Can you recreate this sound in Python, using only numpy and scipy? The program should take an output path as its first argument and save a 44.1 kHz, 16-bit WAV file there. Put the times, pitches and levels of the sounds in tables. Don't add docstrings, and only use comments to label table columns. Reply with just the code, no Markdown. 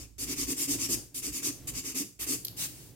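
import sys
import numpy as np
from scipy import signal
from scipy.fft import rfft, irfft, next_fast_len
from scipy.io import wavfile
from scipy.ndimage import uniform_filter1d

SR = 44100
rng = np.random.default_rng(int(sys.argv[2]) if len(sys.argv) > 2 else 0)


def materialize(psi):
    bounded = np.clip(np.atleast_2d(psi).T, -1, 1)
    quanta = np.round(bounded * 32767).astype(np.int16)
    wavfile.write(sys.argv[1], SR, quanta)


N = 130095

# (time [s], level [dB])
HUM_CONTOUR = [(0.0, -44), (0.08, -58.5), (0.48, -49), (0.53, -67), (0.94, -52), (1.11, -67), (1.32, -47),
               (1.4, -70), (1.73, -50), (2.13, -85), (2.22, -57), (2.95, -80)]
# (frequency [Hz], relative gain [dB])
DRONE_SPECTRUM = [(20, -5), (40, -33), (58, 5), (75, -4), (110, -1), (250, -42.5)]
# (time [s], level [dB])
RUMBLE_CONTOUR = [(0.0, -47), (0.17, -73), (0.22, -52.5), (0.68, -52.5), (0.78, -44), (0.83, -51),
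                  (0.98, -43.5), (1.1, -60), (1.78, -46), (1.83, -57.5), (2.05, -54.5), (2.17, -69),
                  (2.32, -51), (2.4, -53.5), (2.6, -49), (2.95, -54)]
# (frequency [Hz], relative gain [dB])
RUMBLE_SPECTRUM = [(25, -29), (60, -2), (85, -8.5), (115, 7.5), (160, 0), (210, -9), (300, -3),
                   (500, -16.5), (1200, -28)]
# (frequency [Hz], relative gain [dB])
AIR_SPECTRUM = [(30, -12), (300, -2), (700, -25), (2000, -36), (8000, -20), (16000, -49)]
# (time [s], decay time constant [s], low-ring drive [dB], high-ring drive [dB])
CLICK_EVENTS = [(2.447, 0.0041, -36, -22), (2.4495, 0.0024, -20.5, -17), (2.453, .0008, -27, -23),
                (2.4697, 0.00063, -21, -41), (2.4827, 0.00073, -15.5, -19.5)]
# (start [s], fastest [s], end [s], hiss level [dB], body level [dB])
LIGHT_SWEEPS = [(2.563, 2.629, 2.678, -31, -46.5), (2.646, 2.777, 2.94, -51, -65)]
# (frequency [Hz], relative gain [dB])
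SWEEP_SPECTRUM = [(600, -17), (1400, -15.5), (2400, -10), (4000, -3.5), (8000, 0.5), (12000, -4),
                  (16000, -2.5)]
# (start [s], fastest [s], end [s], landing speed [0-1],
# hiss level [dB], nail ring level [dB], nail ring frequency [Hz], blade level [dB], judder level [dB])
FILE_STROKES = [ (-.06, 0, 0.066, 0., -54, -46.5, 6500, -56.5, -61.5),
                (0.182, 0.236, 0.26, 0.32, -36, -36.5, 7040, -48.5, -49),
                (0.264, 0.326, 0.35, 0.04, -37.5, -36, 6100, -42.5, -41.5),
                (0.359, 0.418, .46, 0.04, -36, -33, 6400, -43.5, -44),
                (0.464, 0.519, 0.54, 0., -33.5, -33.5, 7000, -43, -38.5),
                (0.564, 0.615, 0.6724, 0.1, -33.5, -31.5, 7400, -43, -47),
                (.675, .718, 0.77, 0.14, -33.5, -30.5, 6940, -43.5, -36),
                (0.781, 0.839, .88, 0.06, -36.5, -31.5, 6560, -43, -45),
                (0.887, 0.938, 0.96, 0.27, -31, -29, 6870, -43.5, -38),
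                (1.1437, 1.175, 1.215, 0.55, -36.5, -39, 8200, -53.5, -54),
                (1.219, 1.252, 1.313, 0., -38.5, -35, 7100, -45, -44.5),
                (1.319, 1.362, 1.415, 0.05, -36.5, -37.5, 6800, -46, -49),
                (1.42, 1.467, 1.511, 0.08, -34, -31, 6580, -41.5, -41),
                (1.671, 1.682, 1.715, 0.25, -37, -36, 7760, -46, -52.5),
                (1.736, 1.786, 1.817, 0.2, -42, -36.5, 6550, -46, -50.5),
                (1.831, 1.877, 1.938, 0., -42, -37.5, 6630, -46.5, -49.5),
                (1.943, 1.983, 2.04, 0.12, -34, -33.5, 6660, -44, -40.5),
                (2.191, 2.22, 2.263, 0.1, -34.5, -42.5, 8500, -43.5, -52),
                (2.266, 2.324, 2.369, 0.34, -31.5, -32.5, 7300, -43, -41.5)]
# (frequency [Hz], relative gain [dB])
GRIT_SPECTRUM = [(600, -43), (1500, -21.5), (3000, -5.5), (3900, -1.5), (5000, 2), (7000, 2), (9500, 2.5),
                 (12500, 3), (14500, 1), (16000, -9)]
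# (frequency [Hz], relative gain [dB])
BLADE_SPECTRUM = [(400, -20.5), (700, -10), (1100, -2), (1550, -7), (2100, 3.5), (2700, 6), (3300, -5),
                  (4000, -6)]
# (frequency [Hz], relative gain [dB])
JUDDER_SPECTRUM = [(70, -29), (160, -10), (230, -6.5), (290, 4.5), (350, -3), (430, -8.5), (560, -25.5),
                   (900, -37)]
# (frequency [Hz], level difference [dB])
PORT_BALANCE = [(40, -10.5), (120, -2.5), (300, -2.5), (1000, -1.5), (2500, 1), (4000, 1), (6000, 3.5),
                (8200, -1.5), (10000, 1.5), (12000, 0), (16000, 0.5)]

HUM_HZ, HUM_TRIM_DB, DRONE_TRIM_DB, RUMBLE_TRIM_DB, AIR_DB = 58.7, -2.5, -3.5, 0.5, -68
ROOM_HIGH_DB, ROOM_LOW_DB, ROOM_LOW_APART_DB = -7.5, -3, -10.5
ROOM_HIGH_T60_S, ROOM_LOW_T60_S, ROOM_SPLIT_HZ = 0.35, 0.27, 510
PORT_LAG_S, SCATTER_DB, SCATTER_FROM_HZ = 0.00009, 5, 830
SHIMMER_DB, SHIMMER_S, SHIMMER_WIDTH_HZ, RIPPLE_DB = 4, 0.04, 350, 2
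CLICK_LOW_HZ, CLICK_LOW_WIDTH_HZ = 4600, 3140
CLICK_HIGH_HZ, CLICK_HIGH_WIDTH_HZ = 12500, 3300
SPEED_POWER, TREBLE_POWER, BODY_POWER = 0.95, 1.28, 0.53
GRAINS_PER_S, GRAIN_SPREAD_DB = 16000, 3.5
RING_WIDTH_HZ = 4260
CHATTER_DB, CHATTER_HZ, FLUTTER_DB, FLUTTER_HZ = 0.46, 229.9, 2, 63
HOLLOW_HZ, HOLLOW_WIDTH_HZ, HOLLOW_DEPTH = 4075, 490, 0.47
TOP_HZ = 16000


def undb(db):
    return 10 ** (np.asarray(db) / 20)


def unit(x):
    return x / np.sqrt(np.mean(x ** 2))


def freqs():
    return np.maximum(np.fft.rfftfreq(next_fast_len(N + SR // 2), 1 / SR), 1)


def spectrum(x):
    return rfft(x, next_fast_len(N + SR // 2))


def shape(x, gain):
    return irfft(spectrum(x) * gain, next_fast_len(N + SR // 2))[..., :N]


def colour(points):
    hz, db = np.array(points, float).T
    return undb(np.interp(np.log(freqs()), np.log(hz), db))


def resonance(hz, width_hz):
    f = freqs()
    return 1 / (1 + 1j * (f * f - hz * hz) / (f * width_hz)) ** 2


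def noise(gain):
    return unit(shape(rng.standard_normal(N), gain))


def walk(rate_hz):
    hold = int(SR / rate_hz)
    steps = np.repeat(rng.standard_normal(N // hold + 1), hold)[:N]
    return unit(uniform_filter1d(steps, hold))


def wide(points):
    shared = noise(colour(points))
    apart = np.array([noise(colour(points)) for _ in range(2)])
    return unit(shared + undb(-6) * apart)


def background():
    t = np.arange(N) / SR
    hz = HUM_HZ * (1 + 0.016 * walk(6.5))
    tone = np.sqrt(2) * np.sin(2 * np.pi * np.cumsum(hz) / SR)
    hum = undb(HUM_TRIM_DB) * tone + undb(DRONE_TRIM_DB) * wide(DRONE_SPECTRUM)
    hum = undb(np.interp(t, *np.array(HUM_CONTOUR).T)) * hum
    rumble_db = np.interp(t, *np.array(RUMBLE_CONTOUR).T) + RUMBLE_TRIM_DB
    rumble = undb(rumble_db) * wide(RUMBLE_SPECTRUM)
    air = np.array([noise(colour(AIR_SPECTRUM)) for _ in range(2)])
    return hum + rumble + undb(AIR_DB) * air


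def room(x):
    t = np.arange(SR // 2) / SR

    def tail(t60_s, channels):
        envelope = np.exp(-np.log(1000) * t / t60_s) * (1 - np.exp(-t / 0.0036))
        h = rng.standard_normal((channels, len(t))) * envelope
        return spectrum(h / np.sqrt(np.sum(h ** 2, axis=1, keepdims=True)))

    low = 1 / (1 + (freqs() / ROOM_SPLIT_HZ) ** 2)
    bass = tail(ROOM_LOW_T60_S, 1) + undb(ROOM_LOW_APART_DB) * tail(ROOM_LOW_T60_S, 2)
    treble = tail(ROOM_HIGH_T60_S, 2)
    return shape(x, undb(ROOM_LOW_DB) * low * bass + undb(ROOM_HIGH_DB) * (1 - low) * treble)


def shimmer(x, size=256):
    f, t, cells = signal.stft(x, SR, nperseg=size)
    moving = uniform_filter1d(rng.standard_normal(cells.shape), int(SHIMMER_S / t[1]), axis=1)
    moving = unit(uniform_filter1d(moving, int(SHIMMER_WIDTH_HZ / f[1]), axis=0))
    still = rng.standard_normal((len(f), 1))
    gain = undb(SHIMMER_DB * moving + RIPPLE_DB * still)
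    gain /= np.sqrt(uniform_filter1d(gain ** 2, size=16, axis=0))
    return signal.istft(cells * gain, SR, nperseg=size)[1][:N]


def ports(source):
    f = freqs()
    share = undb(SCATTER_DB) * f ** 2 / (f ** 2 + SCATTER_FROM_HZ ** 2)
    whole = np.sqrt(1 + share ** 2)
    lag = np.exp(-2j * np.pi * f * np.array([[0], [PORT_LAG_S]]))
    direct = shape(source(), lag / whole)
    scattered = np.array([shimmer(source()) for _ in range(2)])
    return direct + shape(scattered, share / whole)


def clicks():
    t = np.arange(N) / SR
    low, high = np.zeros(N), np.zeros(N)
    for at_s, decay_s, low_db, high_db in CLICK_EVENTS:
        snap = (t >= at_s) * np.exp(-np.abs(t - at_s) / decay_s)
        low += undb(low_db) * snap
        high += undb(high_db) * snap
    low_ring = shape(low * rng.standard_normal((2, N)), resonance(CLICK_LOW_HZ, CLICK_LOW_WIDTH_HZ))
    high_ring = shape(high * rng.standard_normal((2, N)), resonance(CLICK_HIGH_HZ, CLICK_HIGH_WIDTH_HZ))
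    return low_ring + high_ring


def speed(start_s, fastest_s, end_s, landing=0):
    on = np.arange(max(int(start_s * SR), 0), min(int(end_s * SR), N))
    phase = np.interp(on / SR, [start_s, fastest_s, end_s], [0, .5, 1])
    swing = (4 * phase * (1 - phase)) ** SPEED_POWER
    return on, swing + landing * (1 - swing) * (phase < .5)


def sweeps():
    hiss, body = noise(colour(SWEEP_SPECTRUM)), noise(colour(BLADE_SPECTRUM))
    out = np.zeros(N)
    for start_s, fastest_s, end_s, hiss_db, body_db in LIGHT_SWEEPS:
        on, v = speed(start_s, fastest_s, end_s)
        out[on] += v * (undb(hiss_db) * hiss[on] + undb(body_db) * body[on])
    return out


def grit():
    caught = rng.random(N) < GRAINS_PER_S / SR
    size = undb(GRAIN_SPREAD_DB * rng.standard_normal(N))
    return caught * rng.standard_normal(N) * size


def ringing(x, hz):
    b, a = signal.iirpeak(hz, hz / RING_WIDTH_HZ, fs=SR)
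    once = signal.lfilter(b, a, x)
    return unit(signal.lfilter(b, a, once))


def filing():
    hiss = unit(shape(grit(), colour(GRIT_SPECTRUM)))
    blade = unit(shape(grit(), colour(BLADE_SPECTRUM)))
    judder = noise(colour(JUDDER_SPECTRUM)) * undb(FLUTTER_DB * walk(FLUTTER_HZ))
    catches = grit()
    out = np.zeros(N)
    for start_s, fastest_s, end_s, landing, hiss_db, ring_db, ring_hz, blade_db, judder_db in FILE_STROKES:
        on, v = speed(start_s, fastest_s, end_s, landing)
        treble = undb(hiss_db) * hiss[on] + undb(ring_db) * ringing(catches[on], ring_hz)
        body = undb(blade_db) * blade[on] + undb(judder_db) * unit(judder[on])
        out[on] += v ** TREBLE_POWER * treble + v ** BODY_POWER * body
    chattering = out * undb(CHATTER_DB * walk(CHATTER_HZ))
    hollow = 1 - HOLLOW_DEPTH * np.exp(-(2 * (freqs() - HOLLOW_HZ) / HOLLOW_WIDTH_HZ) ** 2)
    return shape(chattering, hollow)


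def scraping():
    return filing() + sweeps()


def scene():
    near = ports(scraping) + clicks()
    return near + room(near) + background()


def record(dry):
    tilt = np.sqrt(colour(PORT_BALANCE))
    lowpass = signal.ellip(10, .2, 80, TOP_HZ, fs=SR, output="sos")
    return signal.sosfilt(lowpass, shape(dry, np.array([tilt, 1 / tilt])))


dry = scene()
out = record(dry)
materialize(out)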